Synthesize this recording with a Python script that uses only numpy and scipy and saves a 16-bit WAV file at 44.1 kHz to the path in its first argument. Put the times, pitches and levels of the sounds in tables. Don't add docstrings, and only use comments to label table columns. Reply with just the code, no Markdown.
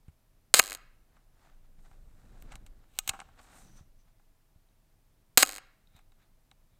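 import sys
import numpy as np
from scipy import signal
from scipy.fft import rfft, irfft, next_fast_len
from scipy.io import wavfile
from scipy.ndimage import uniform_filter1d

SR = 44100
rng = np.random.default_rng(int(sys.argv[2]) if len(sys.argv) > 2 else 0)


def master(y):
    cut = np.clip(np.atleast_2d(y).T, -1, 1)
    pcm = np.round(cut * 32767)
    wavfile.write(sys.argv[1], SR, pcm.astype(np.int16))


N = 299439
TIME = np.arange(N) / SR


def from_db(db):
    return 10 ** (np.asarray(db) / 20)


def rms_one(x):
    return x / np.sqrt(np.mean(x ** 2) + 1e-20)


def at_hz(points, hz):
    f, value = np.transpose(points)
    return np.interp(np.log(np.maximum(hz, 1)), np.log(f), value)


def add(track, s, sound):
    i = round(s * SR)
    track[i:i + len(sound)] += sound[:max(N - i, 0)]


def clicks(rows):
    track = np.zeros(N)
    for s, db in rows:
        add(track, s, from_db([db]))
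    return track


def noise(spectrum, grain_db=0, size=128):
    count = N // size + 2
    grains = np.interp(np.arange(N) / size, np.arange(count), rng.standard_normal(count))
    grainy = rng.standard_normal(N) * from_db(grain_db * grains)
    n = next_fast_len(N)
    hz = np.arange(n // 2 + 1) * SR / n
    colour = from_db(at_hz(spectrum, hz))
    return rms_one(irfft(rfft(grainy, n) * colour, n)[:N])


STROKE_ENDS_DB, STROKE_ROUNDNESS = 19, 1.25


def strokes(rows):
    gain = np.zeros(N)
    for middle, length, db in rows:
        from_crest = np.minimum(np.abs(2 * (TIME - middle) / length), 4)
        gain += from_db(db - STROKE_ENDS_DB * from_crest ** STROKE_ROUNDNESS)
    return gain


def ring(plucks, hz, t60):
    r, w = from_db(-60 / (t60 * SR)), 2 * np.pi * hz / SR
    return signal.lfilter([0, np.sin(w)], [1, -2 * r * np.cos(w), r * r], plucks + 1e-18)


def resonate(force, modes):
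    out = np.zeros(N)
    for k, (hz, width, db) in enumerate(modes):
        r = np.exp(-np.pi * width / SR)
        poles = [1, -2 * r * np.cos(2 * np.pi * hz / SR), r * r]
        response = (1 - r * r) / 2 * signal.lfilter([1, 0, -1], poles, force + 1e-18)
        out += (-1) ** k * from_db(db) * response
    return out


def minimum_phase(log_gain):
    cepstrum = irfft(log_gain)
    half = len(cepstrum) // 2
    cepstrum[1:half] *= 2
    cepstrum[half + 1:] = 0
    return np.exp(rfft(cepstrum))


# frequency in Hz, weight on the edge level.
EDGE_SHARES = [(9500, 0.015), (11500, 1)]


def contact(impact_db, thud_db, edge_db, decay_ms, after_db, after_ms, thud_shares, size=4096, smooth_hz=130):
    ms = 1000 * np.arange(size) / SR
    hz = np.arange(size // 2 + 1) * SR / size
    envelope = np.exp(-ms / decay_ms) + from_db(after_db) * np.exp(-ms / after_ms)
    rattle = rfft(rng.standard_normal(size) * envelope)
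    power = uniform_filter1d(np.abs(rattle) ** 2, max(round(smooth_hz / hz[1]), 1))
    colour = from_db(impact_db + thud_db * at_hz(thud_shares, hz) + edge_db * at_hz(EDGE_SHARES, hz))
    return irfft(rattle * minimum_phase(np.log(colour / np.sqrt(power))))[:size // 2]


# time in seconds, rumble level in dB before the trim.
ARM_LEVEL = [(0.0, -71), (0.74, -65), (1.28, -67.5), (1.53, -64.5), (2.15, -56.5), (2.31, -54), (2.46, -52),
             (2.91, -63.5), (3.29, -59), (3.48, -61.5), (3.74, -61), (4.1, -69), (4.39, -73.5), (4.61, -73),
             (4.73, -70), (5.35, -70.5), (5.45, -71.5), (6.79, -68.5)]
# frequency in Hz, relative level in dB.
RUMBLE_COLOUR = [(12, -33), (20, 8.5), (59, -14), (174, -23), (225, -28.5), (263, -28), (392, -35),
                 (600, -32), (780, -64.5), (1320, -120)]


def arm_rumble(trim_db=6.0):
    level_db = trim_db + np.interp(TIME, *np.transpose(ARM_LEVEL))
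    return from_db(level_db) * noise(RUMBLE_COLOUR, grain_db=2.0, size=1024)


# frequency in Hz, relative level in dB.
AIR_COLOUR = [(59, -30), (100, -1.5), (166, -11), (295, -15), (595, -23), (648, -12.5), (691, -21.5),
              (752, -19), (1520, -24.5), (3400, -28.5), (6700, -30.5), (15000, -29.5), (16000, -39)]


def air(level_db=-73.5):
    return from_db(level_db) * noise(AIR_COLOUR)


# time in seconds, impact level in dB, thud in dB, edge in dB, rattle decay in ms.
HARD_CLICKS = [(0.081, -43, 17, -6, 6.6), (0.7723, -30.5, -2, -2, 1.1), (2.423, -30.5, 9.5, 6, 1),
               (2.5195, -23.5, 15, -13, 6.4), (2.555, -19, 5, -9, 2.4), (2.6637, -26.5, 3.5, -6, 3.4),
               (2.988, 5.5, -5.5, -4, 1.3), (3.0762, -3, 1, 1, 2.8), (3.0905, -6, 4, -4, 1.7),
               (3.0930, 7, -2.5, -9.5, 1.8), (3.2016, -16.5, 11.5, -31, 2.1), (5.964, -34, -1, -1, 4.5),
               (5.99, -40.5, 17, -3, 3), (6.12, -46.5, 16, -11, 2.1), (6.514, -35, 15.5, -15, 2.1)]
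# frequency in Hz, weight on the thud level.
CASE_THUD_SHARES = [(700, 1.02), (1500, 0.9), (2200, 0.72), (3500, 0.028)]


def hard_clicks():
    force = np.zeros(N)
    for s, db, thud_db, edge_db, decay_ms in HARD_CLICKS:
        click = contact(db, thud_db, edge_db, decay_ms, after_db=-31, after_ms=5.9,
                        thud_shares=CASE_THUD_SHARES)
        add(force, s, click)
    return force


# time in seconds, level in dB.
HAND_BUMPS = [(0.083, -40), (1.785, -54), (1.914, -52.5), (3.094, -40.5), (3.81, -44), (4.56, -52.5),
              (5.95, -50)]


def table_bumps():
    bumps = clicks(HAND_BUMPS)
    return ring(bumps, hz=80, t60=0.072) + from_db(-6.5) * ring(bumps, hz=138.0, t60=0.071)


# release in seconds, exposure in seconds,
# escapement beats per second, extra thud on closing in dB, extra edge on opening in dB,
# wait from closing to the gears' return in seconds.
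FIRINGS = [(0.5400, 0.0555, 345, 1.15, -3.5, 0.0228), (5.374, 0.0555, 380, -1.3, 3, 0.0215)]
# delay after release in seconds, impact level in dB,
# thud in dB, edge in dB, rattle decay in ms, spring pluck in dB.
OPENING_BLOWS = [(0, 22, -1, -5.5, 1.15, -30), (0.0043, 18.5, -3.5, 1.2, 1.3, -20.5)]
# delay from the end of the exposure in seconds,
# then impact, thud, edge, rattle decay and spring pluck in the same units.
CLOSING_BLOWS = [(-0.0039, 15.8, 0, -4, 2.2, -29), (0, 17, 6.5, -1.5, 0.9, -25)]
# frequency in Hz, weight on the thud level.
BLADE_THUD_SHARES = [(450, 0.35), (1200, 1.0), (2750, 1.1), (3200, 0.018)]


def blades():
    force, plucks = np.zeros(N), np.zeros(N)
    for release, exposure, _, slam_db, snap_db, _ in FIRINGS:
        opening = release, OPENING_BLOWS, 0, snap_db
        closing = release + exposure, CLOSING_BLOWS, slam_db, 0
        for start, blows, heavy_db, bright_db in (opening, closing):
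            for delay, db, thud_db, edge_db, decay_ms, pluck_db in blows:
                blow = contact(db, thud_db + heavy_db, edge_db + bright_db, decay_ms,
                               after_db=-33, after_ms=6, thud_shares=BLADE_THUD_SHARES)
                add(force, start + delay, blow)
                add(plucks, start + delay, from_db([pluck_db]))
    return force, plucks


# frequency in Hz, weight on the thud level.
BEAT_THUD_SHARES = [(300, 3.5), (1000, 0.73), (2700, 0.57), (3200, -0.5)]
ESCAPEMENT_DELAY_S, BEAT_DB = 0.0125, 2.5


def escapement(thud_db=-2.0, edge_db=-2.0, decay_ms=0.85, uneven_db=1.5, jitter_s=0.00035):
    force = np.zeros(N)
    for release, exposure, per_s, *_ in FIRINGS:
        for s in release + np.arange(ESCAPEMENT_DELAY_S, exposure, 1 / per_s):
            late, strong = rng.standard_normal(2)
            beat = contact(BEAT_DB + uneven_db * strong, thud_db, edge_db, decay_ms,
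                           after_db=-22.5, after_ms=2, thud_shares=BEAT_THUD_SHARES)
            add(force, s + jitter_s * late, beat)
    return force


TOOTH_S, TICK_DB, TICK_THUD_DB = 0.01003, -7.0, -4.0
TICK_FADE_DB_PER_S = 31


def gears(count=14, uneven_db=2.5, uneven_thud_db=4.5, jitter_s=0.0005, pluck_db=-44):
    force, plucks = np.zeros(N), np.zeros(N)
    for release, exposure, *_, wait in FIRINGS:
        for tooth, (late, strong, dull) in enumerate(rng.standard_normal((count, 3))):
            run_s = tooth * TOOTH_S
            s = release + exposure + wait + run_s + jitter_s * late
            db = TICK_DB - TICK_FADE_DB_PER_S * run_s + uneven_db * strong
            thud_db = TICK_THUD_DB + uneven_thud_db * dull
            tick = contact(db, thud_db, edge_db=-2.0, decay_ms=0.8, after_db=-23, after_ms=4.0,
                           thud_shares=BLADE_THUD_SHARES)
            add(force, s, tick)
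            add(plucks, s, from_db([db + pluck_db]))
    return force, plucks


# frequency in Hz, level in dB, decay by 60 dB in seconds.
STEEL_MODES = [(1256, -8, .08), (1506, -8.5, 0.041), (2490, -5.5, .05), (2830, -10, .06),
               (4190, -11.5, 0.024), (6640, 4.5, .04), (7050, -3.5, .025), (12600, -14.5, .025),
               (16000, -12.5, .03)]


def spring(plucks):
    return sum(from_db(db) * ring(plucks, hz, t60) for hz, db, t60 in STEEL_MODES)


# frequency in Hz, width in Hz, level in dB.
HOUSING_MODES = [(130, 100, -18), (286, 68, -6.5), (518, 150, -3), (770, 68, -1), (1057, 140, -3),
                 (1300, 170, -1), (1590, 250, 0.5), (1880, 470, -2), (2180, 200, 1), (2550, 130, -3),
                 (2830, 200, -2.5), (3220, 200, -3.5), (3750, 300, -3), (4200, 250, 1), (4850, 310, -2),
                 (5700, 600, -9), (6540, 430, -3), (7808, 830, 0), (9250, 670, -2), (9790, 400, -3),
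                 (12600, 640, -7), (14800, 700, -5), (14200, 1400, -5.5)]


def shutter():
    blade_force, blade_plucks = blades()
    gear_force, gear_plucks = gears()
    housing = resonate(blade_force + gear_force + escapement(), HOUSING_MODES)
    return housing + spring(blade_plucks + gear_plucks)


# middle in seconds, length in seconds, crest level in dB.
SKIN_SLIDES = [(1.16, 0.23, -72.5), (1.455, 0.29, -66.5), (1.655, .12, -78.5), (1.79, 0.03, -68.5),
               (1.862, 0.051, -64), (1.935, 0.11, -71.5), (2.38, 1, -68), (2.523, 0.086, -57.5),
               (2.83, 0.25, -75), (3.25, 0.31, -72.5), (3.396, 0.036, -57), (3.535, 0.47, -60),
               (3.79, .08, -68), (4.085, .06, -73), (5.975, 0.13, -69), (6.22, 0.18, -72.5)]
# frequency in Hz, relative level in dB.
SKIN_COLOUR = [(150, -19.5), (250, -1), (486, -10), (754, 1.5), (1010, -5), (1370, -2.5), (3250, -16),
               (3770, -12.5), (4420, -17), (6000, -20.5), (7800, -19.5), (13200, -120)]


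def skin_slides():
    return strokes(SKIN_SLIDES) * noise(SKIN_COLOUR, grain_db=2.5)


# time in seconds, impact level in dB, rattle decay in ms.
SOFT_KNOCKS = [(1.166, -47.5, 4.6), (1.913, -46.5, 2.2), (2.538, -39, 2), (3.104, -31.5, 12),
               (3.134, -26.5, 15), (3.165, -41, 6.3), (3.19, -30.5, 5.9), (3.214, -32, 4.8),
               (3.287, -46, 3.5), (3.39, -40, 7.8), (4.196, -55, 2)]
# frequency in Hz, weight on the thud level.
SOFT_THUD_SHARES = [(700, 1.03), (1400, 1.03), (2200, 0.55), (3500, 0.046)]


def soft_knocks(thud_db=26.5, edge_db=-9):
    force = np.zeros(N)
    for s, db, decay_ms in SOFT_KNOCKS:
        knock = contact(db, thud_db, edge_db, decay_ms, after_db=-35, after_ms=7, thud_shares=SOFT_THUD_SHARES)
        add(force, s, knock)
    return force


# middle in seconds, length in seconds, crest level in dB before the trim.
FUR_BRUSHES = [(1.45, 0.24, -82), (1.86, 0.3, -78.5), (2.23, 0.88, -80.5), (2.42, 0.1, -74),
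               (3.43, 0.12, -69), (3.58, .3, -63), (3.776, 0.11, -71)]
# frequency in Hz, relative level in dB.
FUR_COLOUR = [(2060, -24), (3500, -5.5), (3920, 1), (4430, -6), (7270, 3.5), (8690, 5.5), (10900, -7),
              (14300, -4), (16000, -37)]


def fur_brushes(trim_db=0.5):
    return from_db(trim_db) * strokes(FUR_BRUSHES) * noise(FUR_COLOUR, grain_db=2.5, size=64)


# middle in seconds, length in seconds, crest level in dB.
HAND_DRAGS = [(2.47, .65, -61), (3.70, 0.41, -62.5)]
# frequency in Hz, relative level in dB.
CLOTH_COLOUR = [(60, -14), (140, 2.5), (300, -8), (550, -20), (1200, -45)]


def cloth_drags():
    return strokes(HAND_DRAGS) * noise(CLOTH_COLOUR, grain_db=4.0, size=512)


# middle in seconds, length in seconds, crest level in dB.
LEVER_RUBS = [(2.98, 0.14, -62.5), (3.07, 0.36, -60.5)]


def lever_drags():
    return strokes(LEVER_RUBS) * noise([(1000, -2), (8000, -11.5)], grain_db=4, size=32)


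# frequency in Hz, width in Hz, level in dB.
CASE_MODES = [(167, 170, -12.5), (782.6, 81, 1.5), (1100.7, 116, -1.5), (1270, 230, -2.5),
              (1627, 330, -3.5), (2159, 180, 1.5), (2860, 540, 2), (3910, 260, 3.5), (4290, 440, -2),
              (6070, 1800, -3.5), (8170, 1150, 3), (10500, 2800, -6.5), (13070, 1600, -0.5)]


def case():
    return resonate(hard_clicks() + soft_knocks() + lever_drags(), CASE_MODES)


# time in seconds, level in dB.
LATCH_TWANGS = [(2.9885, -38.5), (3.0755, -42), (3.094, -63.5)]


def latch():
    return spring(clicks(LATCH_TWANGS))


# middle in seconds, length in seconds, crest level in dB.
RIB_RASPS = [(3.68, 0.35, -69), (3.78, 0.076, -66), (4.005, 0.081, -75.5)]
# frequency in Hz, relative level in dB.
RIB_COLOUR = [(3000, -20), (5400, -21), (6050, -5.5), (6700, -22), (10000, -33)]


def rasps():
    return strokes(RIB_RASPS) * noise(RIB_COLOUR)


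# time in seconds, level in dB before the trim.
LEVER_PINGS = [(4.688, -46), (5.873, -36), (5.964, -38), (6.12, -40), (6.514, -27.5)]


def pings(trim_db=-22):
    return from_db(trim_db) * ring(clicks(LEVER_PINGS), hz=3830, t60=0.014)


# middle in seconds, length in seconds, crest level in dB.
FINGERTIP_SCUFFS = [(5.97, 0.14, -70.5), (6.225, 0.081, -76), (6.75, .2, -83)]
# frequency in Hz, relative level in dB.
LEVER_COLOUR = [(1200, -25), (2300, -4), (3100, -17), (3820, 1), (4500, -22), (9000, -24)]


def lever_scuffs():
    return strokes(FINGERTIP_SCUFFS) * noise(LEVER_COLOUR, grain_db=3.0)


# frequency in Hz, gain in dB.
ECHO_COLOUR = [(100, -28), (300, -21), (600, -24.5), (1400, -23.5), (2500, -28), (4000, -31), (7000, -30),
               (10000, -39.5), (16000, -41.5)]
# frequency in Hz, decay by 60 dB in seconds.
ECHO_T60 = [(100, 0.22), (1500, .62), (4000, .55), (8000, 0.27), (16000, .22)]


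def room(x, build_s=0.064):
    t, response = TIME[:SR], np.zeros(SR)
    edges = np.geomspace(90, 17000, 16)
    for low, high in zip(edges, edges[1:]):
        hz = np.sqrt(low * high)
        band_pass = signal.butter(2, [low, high], "band", fs=SR, output="sos")
        band = signal.sosfilt(band_pass, rng.standard_normal(SR))
        decay = np.exp(-np.log(1000) * t / at_hz(ECHO_T60, hz))
        band = band * decay * (1 - np.exp(-t / build_s))
        unit_gain = np.sqrt(2 * (high - low)) / SR
        response += from_db(at_hz(ECHO_COLOUR, hz)) * rms_one(band) * unit_gain
    return signal.fftconvolve(x, response)[:N]


def scene():
    rubbing = skin_slides() + fur_brushes() + cloth_drags() + rasps()
    background = arm_rumble() + air() + rubbing
    camera = table_bumps() + shutter() + case() + latch() + pings() + lever_scuffs()
    return np.tile(camera + room(camera) + background, (2, 1))


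# frequency in Hz, relative level in dB.
FAINT_NOISE_COLOUR = [(50, 11.5), (300, 2.5), (2000, 2), (16000, -3)]
CUTOFF_HZ = 16000


def record(dry, noise_db=-92, imbalance_db=0.05):
    faint_noise = from_db(noise_db) * np.array([noise(FAINT_NOISE_COLOUR), noise(FAINT_NOISE_COLOUR)])
    channels = dry * from_db([[imbalance_db], [-imbalance_db]]) + faint_noise
    rounded = channels / (1 + (channels / .92) ** 6) ** (1 / 6)
    low_pass = signal.ellip(12, .1, 100, CUTOFF_HZ, fs=SR, output="sos")
    return signal.sosfilt(low_pass, rounded)


dry = scene()
out = record(dry)
master(out)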